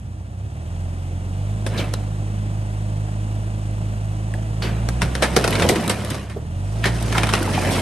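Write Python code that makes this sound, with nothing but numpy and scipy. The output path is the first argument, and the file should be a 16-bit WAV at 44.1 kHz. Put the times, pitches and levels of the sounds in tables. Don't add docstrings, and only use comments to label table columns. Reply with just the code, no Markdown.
import sys
import numpy as np
from scipy import signal
from scipy.fft import rfft, irfft
from scipy.io import wavfile
from scipy.ndimage import uniform_filter1d

SR = 44100
rng = np.random.default_rng(int(sys.argv[2]) if len(sys.argv) > 2 else 0)


def materialize(psi):
    bounded = np.clip(np.atleast_2d(psi).T, -1, 1)
    quanta = np.round(bounded * 32767).astype(np.int16)
    wavfile.write(sys.argv[1], SR, quanta)


N = 344421
TIME = np.arange(N) / SR


def from_db(db):
    return 10 ** (np.asarray(db) / 20)


def rms_one(x):
    return x / np.sqrt(np.mean(x ** 2) + 1e-20)


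def in_time(rows):
    s, *columns = np.transpose(rows)
    return [np.interp(TIME, s, column) for column in columns]


def at_hz(points, hz):
    f, value = np.transpose(points)
    return np.interp(np.log(hz + 1e-3), np.log(f), value)


def drift(rate):
    knots = rng.standard_normal(N // 20)
    return rms_one(np.interp(TIME * rate, np.arange(len(knots)), knots))


def body(spectrum, modes_db=0, spacing_hz=150, size=2048):
    hz = np.arange(size // 2 + 1) * SR / size
    peaks = np.interp(hz / spacing_hz, np.arange(size), rng.standard_normal(size))
    cepstrum = irfft(np.log(from_db(at_hz(spectrum, hz) + modes_db * peaks)))
    cepstrum[1:size // 2] *= 2
    cepstrum[size // 2 + 1:] = 0
    response = irfft(np.exp(rfft(cepstrum)))
    return response / np.linalg.norm(response)


def through(x, response):
    return signal.oaconvolve(x, response)[:len(x)]


def add(out, s, sound):
    at = int(s * SR)
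    out[at:at + len(sound)] += sound[:N - at]


# (time [s], firing rate [firings per s])
ENGINE_SPEED = [(0.0, 60.0), (0.35, 60.6), (0.76, 88.9), (1.22, 89.7), (1.56, 105.8), (2.01, 102.6),
                (4.18, 104.6), (4.82, 110.6), (4.99, 124.0), (5.22, 130.0), (5.39, 125.0), (5.8, 69.7),
                (6.31, 67.2), (6.78, 110.0), (6.92, 115.3), (7.28, 107.8), (7.48, 96.4), (7.81, 91.9)]
# (time [s], length [s])
LINE_HAULS = [(4.574, 0.43), (6.72, 0.51)]
FLYWHEEL_S, TAKE_UP_S = .1, 0.19
CRUISE_HZ = 104
CRUISE_DB, DB_PER_OCTAVE, DB_PER_OCTAVE_PER_S, STRAIN_DB = -22.5, 4.5, 0.4, 3


def running():
    rate = uniform_filter1d(in_time(ENGINE_SPEED)[0], int(FLYWHEEL_S * SR), mode="nearest")
    octaves = np.log2(rate / CRUISE_HZ)
    octaves_per_s = np.gradient(octaves) * SR
    taut = 0
    for s, length in LINE_HAULS:
        corners = [s, s + TAKE_UP_S, s + length, s + length + TAKE_UP_S]
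        taut = taut + np.interp(TIME, corners, [0, 1, 1, 0])
    load_db = CRUISE_DB + DB_PER_OCTAVE * octaves + DB_PER_OCTAVE_PER_S * octaves_per_s + STRAIN_DB * taut
    return rate, load_db


# (multiple of the firing rate [ratio], level before pipe and load [dB])
FIRING_ORDERS = [(0.499, 5), (1, -0.27), (1.25, -15.5), (1.5, -5.5), (1.75, -11.5), (2, -9), (3, -4),
                 (3.998, -7.5), (6, -8.5)]
# (frequency [Hz], gain [dB])
EXHAUST_PIPE = [(28, -47), (44, -15), (78, -7.5), (90, -2.7), (104, -1.95), (130, -10.5), (155, -9),
                (182, -12.5), (205, -10), (235, -20.5), (305, -23), (430, -40.5), (640, -21.6)]
EDGE_DB_PER_OCTAVE = 11


def engine_tone(rough=0.048, lope=0.24):
    rate, load_db = running()
    phase = 2 * np.pi * np.cumsum(rate) / SR
    octaves_below_cruise = np.minimum(np.log2(rate / CRUISE_HZ), 0)
    tone = 0
    for multiple, db in FIRING_ORDERS:
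        unsteady = rough if multiple < 1.1 and db > -6 else lope
        angle = multiple * phase + rng.uniform(0, 2 * np.pi)
        wave = (1 + unsteady * drift(24)) * np.sin(angle) + unsteady * drift(24) * np.cos(angle)
        edge_db = EDGE_DB_PER_OCTAVE * octaves_below_cruise * (round(multiple) > 2)
        pipe_db = at_hz(EXHAUST_PIPE, multiple * rate)
        tone = tone + np.sqrt(2) * wave * from_db(db + edge_db + pipe_db)
    return from_db(load_db) * tone


# (frequency [Hz], relative density [dB per Hz])
FAN_AND_VALVES = [(150, -14.5), (300, 9), (430, 2.5), (700, 5), (920, -0.4), (1400, -4), (2200, -8.5),
                  (2800, -7.5), (3700, -14), (4600, -17), (6000, -15.5), (9000, -14.5), (11400, -19),
                  (12400, -81)]


def engine_noise(rumble_db=-14.5, hiss_db=-40.5, hiss_slope_db=8.0, chuff=0.091, clatter=0.072, size=128):
    rate, load_db = running()
    cycles = np.cumsum(rate) / SR / 8
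    puffs = 1 + chuff * np.cos(2 * np.pi * 2 * cycles)
    valves = clatter * np.interp(cycles % 1, np.linspace(0, 1, size), rng.standard_normal(size))
    band = signal.butter(2, [116, 415], "band", fs=SR, output="sos")
    combustion = through(rng.standard_normal(N) * puffs, body(EXHAUST_PIPE, size=8192))
    rumble = rms_one(signal.sosfilt(band, combustion))
    hiss = rms_one(through((rng.standard_normal(N) + valves) * puffs, body(FAN_AND_VALVES)))
    octaves = np.log2(rate / np.median(rate))
    hiss_level_db = hiss_db + hiss_slope_db * octaves + .5 * (load_db - np.median(load_db))
    return from_db(load_db + rumble_db) * rumble + from_db(hiss_level_db) * hiss


# (frequency [Hz], left minus right [dB])
TRUCK_SIDE_COLOUR = [(350, 0), (660, -7.5), (1900, 6.5), (2800, -2), (3700, -3.3), (5000, 7.2), (5900, 3.5),
                     (7500, 0.6)]
TRUCK_LAG_S = .000285


def truck():
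    hz = np.arange(N // 2 + 1) * SR / N
    sound = rfft(engine_tone() + engine_noise())
    late = np.exp(-2j * np.pi * np.minimum(hz * TRUCK_LAG_S, 2))
    shade = from_db(at_hz(TRUCK_SIDE_COLOUR, hz) / 2)
    return irfft(np.array([sound * late * shade, sound / shade]), N)


def fractures(size, per_s, spread_db):
    sizes = from_db(spread_db * np.minimum(rng.exponential(1, size), 4))
    return sizes * rng.choice([-1, 1], size) * (rng.random(size) < per_s / SR)


def board(register, modes_db):
    centre_hz = np.median(np.array(register)[:, 0])
    return body(register, modes_db, spacing_hz=60 + centre_hz / 20)


# (time of the height [s], swell [s], settling [s],
# boards' level [dB], shingles' level [dB])
WRECK_SLIDES = [(1.79, 0.15, 0.19, -33, -44), (4.66, .06, 0.35, -39, -57), (5.62, 0.76, 0.84, -29, -34.5),
                (6.101, 0.27, 0.3, -39.5, -42.5), (7.15, 0.71, 0.22, -37, -37.5),
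                (7.7, 0.93, 0.66, -29, -32.5)]
SLIDE_CURVE = 1.8
SHED_DB, SHED_S = -11, 0.08
TYPICAL_BREAK_S = .01


def sliding(shed_shingles_db=-6):
    boards, shingles = np.full((2, N), 1e-12)
    for s, swell, settling, boards_db, shingles_db in WRECK_SLIDES:
        motion = np.interp(TIME, [s - swell, s, s + settling], [0, 1, 0]) ** SLIDE_CURVE
        boards = boards + (from_db(boards_db) * motion) ** 2
        shingles = shingles + (from_db(shingles_db) * motion) ** 2
    shed, fade = np.zeros(N), np.exp(-2 * TIME[:SR] / SHED_S)
    for s, length, db, _ in BOARD_BREAKS:
        share = length / (length + TYPICAL_BREAK_S)
        add(shed, s, from_db(db + SHED_DB) ** 2 * share * fade)
    shingles = shingles + from_db(shed_shingles_db) ** 2 * shed
    return 10 * np.log10(boards + shed), 10 * np.log10(shingles)


def tumbling(register, level_db, count, per_s, spread_db, uneven_db, modes_db, size=4096):
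    out, turn = np.zeros(N + size), SR // count
    woods = [rfft(board(register, modes_db), size) for _ in range(count // 2)]
    fade = np.exp(-np.linspace(0, 2, size // 2))
    for slot in range(0, N - turn, turn):
        at = slot + rng.integers(turn)
        knocks = fractures(size // 2, per_s, spread_db) * fade
        knocks[0] += 1
        piece = irfft(rfft(knocks, size) * woods[rng.integers(len(woods))])
        out[at:at + size] += from_db(uneven_db * rng.standard_normal()) * rms_one(piece)
    return from_db(level_db) * rms_one(out[:N])


# (frequency [Hz], relative density [dB per Hz])
THUD_WOOD = [(35, -34.5), (70, -6.5), (180, 3), (330, -5.5), (740, -7.5), (1000, -40)]
CRACK_WOOD = [(350, -40.5), (650, -36), (850, -5), (1300, -10), (2100, -10.5), (3000, -13.5), (4000, -23),
              (8000, -108)]
SPLINTER_WOOD = [(1500, -7), (2700, -32.5), (3400, -7.5), (5600, -6), (7200, -11.5), (8600, -7),
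                 (10400, -4), (11900, -19), (13000, -79.5)]
TIMBER_DB = 7


def wreck():
    boards_db, shingles_db = sliding()
    timbers = tumbling(THUD_WOOD, boards_db + TIMBER_DB, count=150, per_s=600,
                       spread_db=2.5, uneven_db=1, modes_db=3.5)
    boards = tumbling(CRACK_WOOD, boards_db, count=100, per_s=900,
                      spread_db=3.6, uneven_db=2, modes_db=6)
    shingles = tumbling(SPLINTER_WOOD, shingles_db, count=70, per_s=2400,
                        spread_db=3.5, uneven_db=1.6, modes_db=2.5)
    return timbers + boards + shingles


BOARD_MODES_DB = 6


def wood_blow(length, levels, first_break, swell, tail_db=-11, tail_s=0.029, size=8192):
    t = np.arange(size) / SR
    envelope = (t / length) ** swell * np.exp(-(t / length) ** 1.5)
    burst = envelope * fractures(size, per_s=12000, spread_db=3)
    burst[SR // 1000] += first_break
    crumb_fade = np.exp(-t / min(tail_s, 3 * length))
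    crumbs = from_db(tail_db) * crumb_fade * fractures(size, per_s=4500, spread_db=6)
    modes_db = BOARD_MODES_DB / (1 + length / (2 * TYPICAL_BREAK_S))
    out = 0
    for register, db in levels:
        part = through(burst, board(register, modes_db)) + through(crumbs, body(register))
        out = out + from_db(db) * part / np.sqrt(np.sum(part ** 2) / (length * SR))
    return out


# (time [s], length of the break [s], crack level before the gain of snaps() [dB],
# depth: hollow body against the crack [dB]; 0 breaks right through, -20 splits along the grain)
BOARD_BREAKS = [(1.664, 0.013, -34, 6), (1.938, 0.0013, -27, 2.5), (4.621, 0.064, -36.5, -3),
                (4.888, 0.0024, -28, 2), (5.018, 0.013, -22, -8.5), (5.025, 0.0068, -43, -6),
                (5.152, 0.0063, -27, -3.5), (5.223, 0.031, -20, -3), (5.364, 0.0082, -18, 6.5),
                (5.441, 0.014, -23.5, -2.5), (5.477, 0.0062, -25.5, 5), (5.526, 0.021, -28, -14),
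                (5.553, 0.0078, -25, -5.5), (5.597, 0.017, -27.5, -11), (5.621, 0.016, -24, -6),
                (5.689, 0.022, -25.5, 4.5), (5.757, .005, -31, -10), (5.841, 0.005, -36, -4),
                (5.898, 0.023, -25.5, -1), (6.105, 0.016, -34, -1.5), (6.144, 0.021, -36.5, -1.5),
                (6.297, 0.037, -44, -2), (6.842, 0.026, -26.5, -21.5), (6.855, 0.029, -25.5, 0),
                (7.125, 0.0042, -25.5, -10.5), (7.18, 0.0067, -18, -14), (7.233, 0.0095, -20.5, -14),
                (7.27, 0.0034, -26, -12.5), (7.29, 0.015, -26, -8.5), (7.336, 0.0055, -16, -12.5),
                (7.351, 0.01, -25, -8.5), (7.712, 0.0089, -37, -13)]
# (time [s], length [s], level before that gain [dB])
BRIGHT_BURSTS = [(4.338, 0.0057, -43), (5.507, 0.0023, -26.5), (5.689, 0.0091, -18.5), (5.878, 0.0038, -24),
                 (5.895, 0.012, -23.5), (6.048, 0.0035, -32), (6.102, 0.0056, -32), (7.026, 0.0034, -31.5),
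                 (7.428, 0.0045, -30), (7.708, 0.14, -37)]
# (frequency [Hz], relative density [dB per Hz])
HOLLOW_BODY = [(60, -18), (150, -1.5), (470, 0), (740, -3), (1050, -10.5), (2200, -34)]
# (frequency [Hz], relative density [dB per Hz])
THIN_WOOD = [(1200, -43), (3400, -3), (5600, -11), (7200, -12), (8700, -2), (11600, -8.5), (13000, -23)]
SPLINTER_DB, SPLINTER_PER_DEPTH, SPLINTER_DB_PER_DOUBLING = -1.5, 0.4, -2
TEAR_S, TEAR_S_PER_DEPTH, TEAR_DB = .0035, .0005, -11
THUD_S, THUD_DB = 0.015, -12.5


def snaps(gain_db=2, first_break=8):
    out = np.zeros(N)
    for s, length, db, depth in BOARD_BREAKS:
        doublings = np.log2(length / TYPICAL_BREAK_S)
        splinter_db = db + SPLINTER_DB + SPLINTER_PER_DEPTH * depth + SPLINTER_DB_PER_DOUBLING * doublings
        tear_s = TEAR_S + TEAR_S_PER_DEPTH * max(-depth, 0)
        tear = [(CRACK_WOOD, db + TEAR_DB), (SPLINTER_WOOD, splinter_db + TEAR_DB)]
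        give = [(HOLLOW_BODY, db + depth), (CRACK_WOOD, db), (SPLINTER_WOOD, splinter_db)]
        add(out, s - tear_s, wood_blow(tear_s, tear, first_break=False, swell=True))
        add(out, s, wood_blow(length, give, first_break, swell=False))
    for s, length, db in BRIGHT_BURSTS:
        add(out, s, wood_blow(length, [(THIN_WOOD, db)], first_break, swell=False))
    for s, _, db in WOOD_KNOCKS:
        thud = [(HOLLOW_BODY, db + THUD_DB)]
        add(out, s, wood_blow(THUD_S, thud, first_break=False, swell=True))
    return from_db(gain_db) * out


# (time [s], length [s], starting pitch [Hz], level of the first spurt [dB])
GRAIN_RIPS = [(1.774, 0.042, 3830, -29), (4.62, 0.069, 2840, -33.5), (5.757, 0.014, 2340, -25.5),
              (6.828, 0.058, 2700, -37), (7.144, 0.033, 1350, -21), (7.531, .04, 3200, -28.5),
              (7.722, 0.066, 3170, -30)]


def rips(sink_octaves=1.07, sharpness=3.2, fade_db=-4, count=6, size=2048):
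    out, t = np.zeros(N), np.arange(size) / SR
    for s, length, hz, db in GRAIN_RIPS:
        spurt_s = length / count
        swell = t / spurt_s * np.exp(1 - t / spurt_s) / np.sqrt(2)
        for k in range(count):
            centre_hz = hz * 2 ** (-sink_octaves * k / count)
            resonance = signal.iirpeak(centre_hz, sharpness, fs=SR)
            fibres = signal.lfilter(*resonance, fractures(size, per_s=9000, spread_db=3))
            add(out, s + k * spurt_s, from_db(db + fade_db * k / count) * rms_one(fibres) * swell)
    return out


# (time [s], lowest mode [Hz], level [dB])
WOOD_KNOCKS = [(1.792, 573, -23.5), (4.339, 1700, -25), (4.626, 430, -31), (4.645, 374, -21.5),
               (5.224, 522, -14), (5.365, 427, -9.5), (5.444, 435, -16.5), (5.646, 500, -10),
               (5.696, 2010, -8), (5.72, 416, -16.5), (5.757, 328, -16.5), (5.778, 225, -18),
               (5.874, 215, -20), (6.362, 403, -23), (7.182, 1450, -15.5), (7.336, 1260, -16),
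               (7.41, 313, -20), (7.475, 880, -17.5), (7.578, 730, -14.5), (7.781, 970, -20.5)]
# (multiple of the lowest [ratio],
# level against the knock's [dB])
RING_MODES = [(0.999, 1.5), (1.15, -4), (1.58, -11.5)]
RING_T60_CYCLES, RING_RISE_CYCLES = 35, 0.26


def knock_rings(size=8192):
    out, t = np.zeros(N), np.arange(size) / SR
    for s, hz, db in WOOD_KNOCKS:
        cycles = hz * t
        rise = 1 - np.exp(-cycles / RING_RISE_CYCLES)
        decay = from_db(-60 * cycles / RING_T60_CYCLES)
        modes = 0
        for multiple, mode_db in RING_MODES:
            ratio = multiple ** rng.uniform(.85, 1.15)
            modes = modes + from_db(mode_db) * np.sin(2 * np.pi * (ratio * cycles + rng.random()))
        add(out, s, from_db(db) * rise * decay * modes)
    return out


# (time [s], pitch [Hz], fade to 1/e [s], starting level [dB])
NAIL_SQUEAKS = [(1.938, 3960, 0.0095, -30.5), (4.623, 4570, 0.023, -29.5), (6.84, 1770, 0.015, -16.5)]


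def nails(width_hz=400, size=4096):
    out, t = np.zeros(N), np.arange(size) / SR
    for s, hz, fade_s, db in NAIL_SQUEAKS:
        resonance = signal.iirpeak(hz, hz / width_hz, fs=SR)
        squeak = signal.lfilter(*resonance, rng.standard_normal(size))
        add(out, s, from_db(db) * rms_one(squeak) * np.exp(-t / fade_s))
    return out


# (time [s], level of each swing before damping and bass cut [dB])
GROUND_THUMPS = [(5.028, -16.5), (5.643, -20)]


def thumps(ground_hz=75, ring_s=0.032, lowest_hz=45):
    out = np.zeros(N)
    for s, db in GROUND_THUMPS:
        t = np.maximum(TIME - s, 0)
        ratios = rng.uniform(.85, 1.15, 3) * [.7, 1.2, 2]
        swings = sum(np.sin(2 * np.pi * ground_hz * ratio * t) for ratio in ratios)
        out += from_db(db) * swings * np.exp(-t / ring_s)
    return signal.sosfilt(signal.butter(2, lowest_hz, "high", fs=SR, output="sos"), out)


# (time [s], length [s], first pitch [Hz], last pitch [Hz],
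# RMS level of its fundamental at the height [dB])
BEAM_GROANS = [(5.5, 0.251, 150, 180, -28.5)]


def groans():
    out = np.zeros(N)
    for s, length, first_hz, last_hz, db in BEAM_GROANS:
        progress = np.clip((TIME - s) / length, 0, 1)
        angle = 2 * np.pi * np.cumsum(first_hz + (last_hz - first_hz) * progress) / SR
        tone = np.sin(angle) + .5 * np.sin(2 * angle)
        out += from_db(db) * np.sin(np.pi * progress) * tone * np.sqrt(2)
    return out


def scatter(t60, delay, size=32768):
    t = np.arange(size) / SR
    echoes = rng.standard_normal(size) * np.exp(-np.log(1000) * t / t60) * (t >= delay)
    return echoes / np.linalg.norm(echoes)


# (frequency [Hz], side gain [dB])
SIDE_WIDTH = [(100, -19), (400, -9), (3500, -8.5), (5000, -3), (7100, -3.5), (8500, -15)]


def scene(trees_db=-14, trees_hz=3500, yard_db=-8, engine_spread_db=-4):
    timber = snaps() + wreck() + knock_rings() + rips() + groans() + thumps() + nails()
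    dull = signal.butter(1, trees_hz, fs=SR, output="sos")
    echo = signal.sosfilt(dull, through(timber, scatter(t60=1.0, delay=0.017)))
    mid = timber + from_db(trees_db) * echo + from_db(yard_db) * engine_noise()
    spread = from_db(engine_spread_db) * engine_noise() + snaps() + rips() + wreck()
    width = from_db(at_hz(SIDE_WIDTH, np.arange(N // 2 + 1) * SR / N))
    side = irfft(rfft(spread) * width, N)
    return truck() + np.array([mid + side, mid - side])


# (frequency [Hz], phase [rad])
LEFT_LEAD = [(6800, 0), (7200, -1.4), (8650, 0), (11850, 2 * np.pi)]
BALANCE_DB, CUTOFF_HZ = 1.4, 12900


def record(dry, bass_hz=900):
    hz = np.arange(N // 2 + 1) * SR / N
    lean = from_db(BALANCE_DB / 2 / (1 + (hz / bass_hz) ** 2))
    left = irfft(rfft(dry[0]) / lean, N)
    right = irfft(rfft(dry[1]) * lean * np.exp(-1j * at_hz(LEFT_LEAD, hz)), N)
    pair = np.array([left, right])
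    rounded = pair / (1 + (pair / .72) ** 4) ** .25
    return signal.sosfilt(signal.ellip(10, .1, 80, CUTOFF_HZ, fs=SR, output="sos"), rounded)


dry = scene()
out = record(dry)
materialize(out)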